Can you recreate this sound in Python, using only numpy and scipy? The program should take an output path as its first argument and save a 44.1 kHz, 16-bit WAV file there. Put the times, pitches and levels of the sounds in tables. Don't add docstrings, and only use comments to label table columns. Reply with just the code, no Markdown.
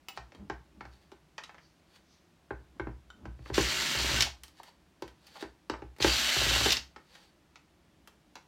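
import sys
import numpy as np
from scipy import signal
from scipy.fft import rfft, irfft, next_fast_len
from scipy.io import wavfile

SR = 44100
rng = np.random.default_rng(int(sys.argv[2]) if len(sys.argv) > 2 else 0)


def generate_wav(sig):
    pcm = np.round(np.clip(np.atleast_2d(sig).T, -1, 1) * 32767).astype(np.int16)
    wavfile.write(sys.argv[1], SR, pcm)


N = 373527

# pull in seconds, release in seconds,
# top speed in motor turns per second, speed wobble as a fraction, level in dB.
RUNS = [(3.527, 4.213, 455, .025, -32.5), (5.997, 6.705, 441, .004, -29.5)]
# frequency in Hz, relative level in dB.
FIRST_COLOUR = [(88, -38), (150, -1.5), (193, -9), (248, -5), (285, -12), (373, -4.5), (481, -23.5),
                (583, -8.5), (722, -13.5), (1760, -3), (2550, -6), (2810, -3), (7270, -12), (10300, -23.5),
                (15500, -27.5)]
SECOND_COLOUR = [(88, -52), (150, -12), (258, -7), (471, -16), (607, -7), (966, -9.5), (1700, -1),
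                 (2270, -4.5), (3040, 0.5), (4560, -5.5), (5440, -8), (7270, -9.5), (10300, -20.5),
                 (13800, -23), (15500, -26)]
def drill():
    out = np.zeros(N)
    add(out, *gear_noise(RUNS[0], FIRST_COLOUR, whine_db=-4.0, pattern_db=-11.0))
    add(out, *gear_noise(RUNS[1], SECOND_COLOUR, whine_db=-2.0, pattern_db=-8.5))
    return out


def motor(pull_s, release_s, top_speed, db, spin_up_s=.016, brake_s=.115):
    t = np.arange(pull_s, release_s + brake_s, 1 / SR)
    spin_up = 1 - np.exp(-(t - pull_s) / spin_up_s)
    braking = np.clip(1 - (t - release_s) / brake_s, 0, 1)
    share = spin_up * braking
    speed_db = 9 * np.log2(share + 1e-6)
    swell_db = 1.5 * (t - t.mean())
    return top_speed * share, db + speed_db + swell_db


# frequency in Hz, width in Hz, boost in dB.
HOUSING = [(1732, 100, 0), (2183, 39, 3.5), (2778, 250, 2.5), (3040, 200, 0.5), (3805, 99, 1.5),
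           (4300, 1200, 3), (5470, 32, 3), (5920, 240, 4.5), (7190, 270, 3.5), (8240, 33, 5),
           (11700, 600, 5), (13700, 600, 6.5)]
# multiple of the motor speed, relative level in dB.
WHINE = [(2, -22), (4, -19.5), (4.88, -19.5), (6, -19.5), (6.92, -15), (8.63, -18.5), (9.07, -17),
         (10.13, -14.5), (12, -23.5), (16.2, -30)]
def gear_noise(run, colour, whine_db, pattern_db, flutter=0.12):
    pull_s, release_s, top_speed, wobble, run_db = run
    speed, level_db = motor(pull_s, release_s, top_speed, run_db)
    n = len(speed)
    turns = np.cumsum(speed * (1 + wobble * slow_noise(n, 6))) / SR
    flaws = rng.standard_normal(700)
    pattern = flaws[(turns / 5 % 1 * len(flaws)).astype(int)]
    teeth = grains(18 * speed, spread_db=1.0) + from_db(pattern_db) * pattern
    chuck_swing = 1 + flutter * np.sin(2 * np.pi * turns / 23.0) / 2
    motor_swing = 1 + flutter * np.cos(2 * np.pi * turns)
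    chatter = from_db(1.1 * slow_noise(n, 120))
    clatter = coloured(teeth * chuck_swing * motor_swing * chatter, colour, HOUSING)
    for edges_hz in [(1400, 2300), (2500, 3400), (3800, 5000)]:
        clatter = clatter + .2 * slow_noise(n, 18) * band(clatter, edges_hz)
    whine = sum(from_db(db) * np.sqrt(2) * np.sin(2 * np.pi * (multiple * turns + rng.random()))
                for multiple, db in WHINE)
    return pull_s, from_db(level_db) * (clatter + from_db(whine_db) * whine)


# start in seconds, treble level in dB, top treble level in dB.
CLACKS = [(3.5435, -38, -78), (4.2066, -24, -46.5), (4.222, -24.5, -43.5), (6.0246, -28, -57),
          (6.705, -29, -49.5), (6.7203, -26.5, -46), (6.7264, -27, -43.5), (6.7688, -32, -71)]
# frequency in Hz, relative level in dB, ring time in seconds.
GEARBOX_TONES = [(1760, -8, .015), (2780, -3, .015), (3600, 0, .015), (4300, 0, .015), (5350, -3, .015),
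                 (7250, -9, .015)]
def clacks():
    out = np.zeros(N)
    for start, treble_db, top_db in CLACKS:
        levels_db = [treble_db - 26, treble_db - 16.5, treble_db, top_db]
        add(out, start, strike(GEARBOX_TONES, levels_db, crack_db=10.0, crack_s=0.062))
    return out


# start in seconds, end in seconds, base level in dB.
FREE_SPINS = [(3.949, 4.205, -39.5), (6.364, 6.63, -36)]
def thread_drops(gear_ratio=21.5):
    out = np.zeros(N)
    for (first_s, end_s, db), (_, _, motor_speed, _, _) in zip(FREE_SPINS, RUNS):
        for start in np.arange(first_s, end_s, gear_ratio / motor_speed):
            drop_db = db + 0.3 * rng.standard_normal()
            bump = strike(CASING_TONES, [drop_db - 3.5, drop_db - 3.0], crack_db=13.5, crack_s=0.071)
            add(out, start, bump)
            add(out, start, bench_boom(drop_db - 2.5))
    return out


# start in seconds, length in seconds, pitch in Hz, level in dB.
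SQUEALS = [(1.605, .09, 4600, -71.5), (3.62, 0.082, 2060, -40.5), (4.253, 0.036, 790, -43),
           (4.597, 0.011, 830, -45.5), (4.676, 0.021, 840, -54.5), (5.349, 0.041, 830, -51),
           (5.999, 0.016, 4400, -37.5), (6.06, 0.097, 4640, -34.5)]
def squeals():
    out = np.zeros(N)
    for start, length_s, hz, db in SQUEALS:
        n = int(length_s * SR)
        tone = rms_one(band(rng.standard_normal(n), [hz - 140, hz + 140]))
        add(out, start, from_db(db) * np.hanning(n) ** .5 * tone)
    return out


# start in seconds, level in dB, low cutoff in Hz,
# high cutoff in Hz, level of the bench's boom in dB.
KNOCKS = [(0.1745, -41.0, 2100, 2340, -52), (0.4985, -37, 585, 2720, -49.5),
          (0.8076, -44.5, 1070, 2450, -55), (0.8529, -52, 720, 3140, -55), (1.1174, -51, 270, 7200, -69),
          (2.5065, -38, 480, 1410, -46.5), (2.797, -35.5, 415, 1990, -43), (2.87, -38.5, 120, 1560, -44),
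          (3.2546, -45.5, 370, 2730, -43.5), (3.391, -57.5, 120, 2270, -47.5),
          (3.5001, -38.5, 120, 2300, -37.5), (3.579, -22.5, 119, 5500, -34), (4.112, -41.5, 582, 2680, -35),
          (5.0219, -38.5, 269, 7850, -56.5), (5.4248, -39, 268, 6400, -58), (5.6978, -34, 440, 4950, -49),
          (5.8202, -44.0, 120, 2700, -49.5), (6.0026, -37.5, 270, 5500, -40.5),
          (6.045, -21.5, 120, 4700, -34.5), (6.659, -29, 270, 6400, -42)]
# frequency in Hz, relative level in dB, ring time in seconds.
CASING_TONES = [(237, -8, .04), (330, 0, .04), (378, 1, .05), (460, -6, .04), (550, -7, .035),
                (660, -7, .04), (800, -2, .04), (905, -2, .05), (1087, -3, .035), (1350, -5, .03),
                (1550, -3, .035), (1850, -8, .025), (2400, -9, .025), (2750, -9, .025)]
def knocks():
    out = np.zeros(N)
    for start, db, low_hz, high_hz, boom_db in KNOCKS:
        levels_db = band_levels(db, low_hz, high_hz, db_per_octave=-4)
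        add(out, start, strike(CASING_TONES, levels_db, crack_db=8.5, crack_s=.05))
        add(out, start, bench_boom(boom_db))
    return out


# frequency in Hz, relative level in dB,
# swell time in seconds (capped at 0.035 below).
BENCH_TONES = [(62.6, 0, 0.043), (122, 1, 0.021), (144.6, -6.5, 0.015)]
def bench_boom(db):
    t = np.arange(SR // 3) / SR
    out = 0
    for hz, tone_db, swell_s in BENCH_TONES:
        age = t / np.clip(swell_s, .008, .035)
        swell = age ** 3 * np.exp(3 * (1 - age))
        out = out + from_db(tone_db) * swell * np.sin(2 * np.pi * (hz * t + rng.random()))
    return from_db(db) * out


# start in seconds, level in dB.
BIT_TOUCHES = [(3.1028, -45.5), (3.2542, -56)]
SCREW_FALLS = [(.085, -44)]
# frequency in Hz, relative level in dB, ring time in seconds.
BIT_TONES = [(1295, -5.5, 0.049), (1460, 2.5, 0.041), (3070, -5, 0.04), (3650, -7, .035),
             (7240, -17, 0.065)]
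SCREW_TONES = [(787, -3, 0.11), (2640, 2, 0.059), (2927, 5, 0.068), (5922, -13, 0.036), (9819, -13, 0.083),
               (15090, -5, .09)]
def clinks(crack_db=-10.5, crack_s=.025):
    out = np.zeros(N)
    t = np.arange(int(HIT_S * SR)) / SR
    for hits, tones in [(BIT_TOUCHES, BIT_TONES), (SCREW_FALLS, SCREW_TONES)]:
        for start, db in hits:
            ring = sum(from_db(tone_db - 60 * t / ring_s) * np.sin(2 * np.pi * hz * t)
                       for hz, tone_db, ring_s in tones)
            noise = rms_one(band(rng.standard_normal(len(t)), [1200, 4500]))
            crack = from_db(crack_db - 60 * t / crack_s) * noise
            add(out, start, from_db(db) * (ring + crack))
    return out


# start in seconds, level in dB, low cutoff in Hz, high cutoff in Hz,
# pitch of the touched spot in Hz.
CLICKS = [(0.0848, -49, 1140, 8900, 800), (0.3204, -59, 450, 3400, 890), (0.3483, -58.0, 120, 6100, 950),
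          (1.3806, -42, 2080, 2300, 2650), (1.436, -49, 1940, 4700, 1100),
          (1.4931, -51.5, 1400, 2000, 1780), (1.5446, -56.5, 770, 2500, 905),
          (1.5821, -57.0, 1820, 2000, 1850), (3.4593, -51, 520, 2500, 766), (4.435, -52, 1820, 16000, 3030),
          (4.481, -62, 1820, 8900, 3130), (4.5981, -63.5, 400, 2600, 814), (4.6324, -59, 940, 13600, 803),
          (5.0784, -58, 550, 7600, 1500), (5.268, -59.0, 3300, 8000, 4430), (5.3561, -54.5, 720, 2600, 766),
          (5.4368, -48.5, 120, 2200, 3400), (5.7383, -42.5, 480, 1600, 896),
          (5.964, -65.5, 480, 8400, 2870), (5.985, -57, 120, 11000, 4520), (6.9616, -49.5, 550, 2900, 1830),
          (7.1533, -58.5, 1490, 3400, 1850), (7.557, -57.5, 1940, 2900, 2250),
          (8.0742, -57.5, 630, 11600, 1160), (8.3548, -50.5, 820, 5800, 2680),
          (8.3669, -55.0, 550, 2600, 876)]
# frequency in Hz, relative level in dB,
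# ring time in seconds.
SMALL_PART_TONES = [(480, -8, .03), (900, -4, .05), (1280, -1, .04), (1900, -3, .03), (2650, -3, .025),
                    (3200, 0, .035), (4600, -5, .025), (7350, -3, .04)]
def clicks(spot_db=3.0, spot_ring_s=.03):
    out = np.zeros(N)
    for start, db, low_hz, high_hz, spot_hz in CLICKS:
        tones = SMALL_PART_TONES + [(spot_hz, spot_db, spot_ring_s)]
        levels_db = band_levels(db, low_hz, high_hz, db_per_octave=-1.5)
        add(out, start, strike(tones, levels_db, crack_db=13, crack_s=.07))
    return out


# loudest moment, rise time and fall time in seconds, level in dB.
SCRAPES = [(0.171, 0.03, 0.0035, -54), (0.935, 0.072, .1, -66), (1.022, 0.044, .08, -70),
           (1.8, .04, 0.041, -73), (1.962, .085, 0.034, -59.5), (3.481, 0.089, 0.088, -57.5),
           (4.599, .07, 0.013, -58), (4.634, .004, 0.041, -60), (4.68, .07, 0.04, -58),
           (5.278, 0.12, .07, -62), (5.37, .1, 0.03, -53), (5.412, .03, 0.024, -45.5),
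           (7.158, .13, 0.15, -58), (7.222, 0.037, .1, -63)]
# frequency in Hz, relative level in dB.
SCRAPE_COLOUR = [(290, -34), (500, -6.5), (676, -20), (769, -14), (1310, -14), (1800, -9.5), (2160, -13.5),
                 (3740, -11), (4570, -15.5), (5590, -17.5), (13200, -30), (15500, -33)]
# frequency in Hz, width in Hz, boost in dB.
SCRAPE_RINGS = [(850, 160, 6), (4520, 340, 9.5)]
def scrapes(grains_per_s=3000.):
    out = np.zeros(N)
    for row in SCRAPES:
        start, gain = stroke(*row)
        grit = grains(np.full(len(gain), grains_per_s), spread_db=3.5)
        add(out, start, gain * coloured(grit, SCRAPE_COLOUR, SCRAPE_RINGS))
    return out


# loudest moment, rise time and fall time in seconds, level in dB.
GLIDES = [(1.64, 0.13, .2, -72), (2.125, 0.1, 0.13, -67.5)]
SHIFTS = [(.4, 0.054, 0.13, -47.5), (.78, 0.085, 0.13, -57.5), (2.77, 0.044, .04, -56),
          (3.25, 0.13, .11, -51.5), (3.5, 0.14, .02, -65), (7.99, 0.33, .5, -68.5)]
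# frequency in Hz, relative level in dB.
GLIDE_COLOUR = [(1000, -25), (3500, -3), (4800, 1), (6300, 0), (7500, -18), (15000, -30)]
SHIFT_COLOUR = [(30, -22), (65, 5), (100, -2), (150, -2.5), (200, 4), (290, -1), (500, -15), (1000, -20),
                (3000, -43), (9000, -60)]
def rubs():
    out = np.zeros(N)
    for moves, colour in [(GLIDES, GLIDE_COLOUR), (SHIFTS, SHIFT_COLOUR)]:
        for row in moves:
            start, gain = stroke(*row)
            add(out, start, gain * coloured(rng.standard_normal(len(gain)), colour))
    return out


# frequency in Hz, seconds to fade by 60 dB.
ROOM_FADE = [(60, 0.57), (160, .33), (420, 0.2), (1100, 0.27), (3000, 0.23), (7500, 0.26), (15000, 0.26)]
def room(x, echo_db, build_s=0.0042, air_hz=9000):
    t = np.arange(SR // 2) / SR
    edges = np.geomspace(40, 17000, 11)
    echoes = 0
    for low, high in zip(edges, edges[1:]):
        hz = np.sqrt(low * high)
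        fade = from_db(-60 * t / at_hz(ROOM_FADE, hz)) / np.hypot(1, hz / air_hz)
        echoes = echoes + band(rng.standard_normal(len(t)), [low, high]) * fade
    echoes = echoes * (1 - np.exp(-(t / build_s) ** 2))
    echoes = echoes / np.sqrt(2 * np.sum(echoes ** 2))
    return x + from_db(echo_db) * signal.fftconvolve(x, echoes)[:N]


# frequency in Hz, relative level in dB.
BACKGROUND_COLOUR = [(15, -40), (25, -19), (69, -3.5), (119, -15), (156, -3), (240, -13), (322, -7.5),
                     (378, -13), (495, -20.5), (567, -15.5), (826, -19), (1530, -22.5), (2920, -25.5),
                     (5430, -30.5), (15500, -43)]
def background(db=-65.5):
    return from_db(db) * coloured(rng.standard_normal(N), BACKGROUND_COLOUR)


# lower edge in Hz, upper edge in Hz.
BANDS_HZ = [(200, 600), (600, 2300), (2200, 6500), (7000, 16000)]
ATTACK_S, HIT_S = .015, .12
def strike(tones, levels_db, crack_db, crack_s):
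    t = np.arange(int(HIT_S * SR)) / SR
    snap = from_db(crack_db - 60 * t / 0.0019)
    crack = from_db(crack_db - 60 * t / crack_s)
    sound = (snap + crack) * rng.standard_normal(len(t))
    for hz, db, ring_s in tones:
        sign = rng.choice([-1, 1])
        fade = from_db(db + 3.5 * rng.standard_normal() - 60 * t / ring_s)
        sound += sign * fade * np.sin(2 * np.pi * hz * t)
    out = 0
    for edges, db in zip(BANDS_HZ, levels_db):
        part = band(band(sound, edges), edges) * from_db(-60 * t * edges[0] / 600)
        out = out + from_db(db) * part / np.std(part[:int(ATTACK_S * SR)])
    return out


def band_levels(db, low_hz, high_hz, db_per_octave):
    hz = np.sqrt(np.prod(BANDS_HZ, axis=1))
    cuts_db = 10 * np.log10((1 + (low_hz / hz) ** 4) * (1 + (hz / high_hz) ** 6))
    shape_db = db_per_octave * np.log2(hz) - cuts_db
    return db + shape_db - shape_db.max()


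def stroke(peak_s, rise_s, fall_s, db):
    t = np.arange(-1.5 * rise_s, 1.5 * fall_s, 1 / SR)
    return peak_s + t[0], from_db(db - 20 * np.maximum(-t / rise_s, t / fall_s))


def grains(per_s, spread_db):
    n = len(per_s)
    hits = rng.random(n) < per_s / SR
    return rms_one(hits * rng.choice([-1, 1], n) * from_db(spread_db * rng.standard_normal(n)))


def coloured(x, colour, boosts=()):
    size = next_fast_len(len(x))
    hz = np.arange(size // 2 + 1) * SR / size
    boost_db = sum(db / (1 + (2 * (hz - centre) / width) ** 2) for centre, width, db in boosts)
    spectrum = rfft(x, size) * from_db(at_hz(colour, hz) + boost_db)
    return rms_one(irfft(spectrum, size)[:len(x)])


def slow_noise(n, hz):
    return rms_one(signal.sosfilt(signal.butter(2, hz, fs=SR, output="sos"), rng.standard_normal(n)))


def band(x, edges_hz):
    return signal.sosfilt(signal.butter(2, edges_hz, "band", fs=SR, output="sos"), x)


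def at_hz(points, hz):
    freqs, values = np.transpose(points)
    return np.interp(np.log(np.maximum(hz, 1)), np.log(freqs), values)


def from_db(db):
    return 10 ** (np.asarray(db) / 20)


def rms_one(x):
    return x / np.sqrt(np.mean(x ** 2) + 1e-20)


def add(out, start_s, sound):
    start = int(round(start_s * SR))
    out[start:start + len(sound)] += sound[:N - start]


def scene():
    quiet = background()
    drilling = drill() + clacks() + squeals()
    contacts = knocks() + thread_drops() + clinks() + clicks() + scrapes() + rubs()
    mono = room(drilling, echo_db=-8.0) + room(contacts, echo_db=-5.0) + quiet
    return np.stack([mono, mono])


def record(dry, cutoff_hz=15900):
    return signal.sosfilt(signal.ellip(12, .1, 70, cutoff_hz, fs=SR, output="sos"), dry)


dry = scene()
out = record(dry)
generate_wav(out)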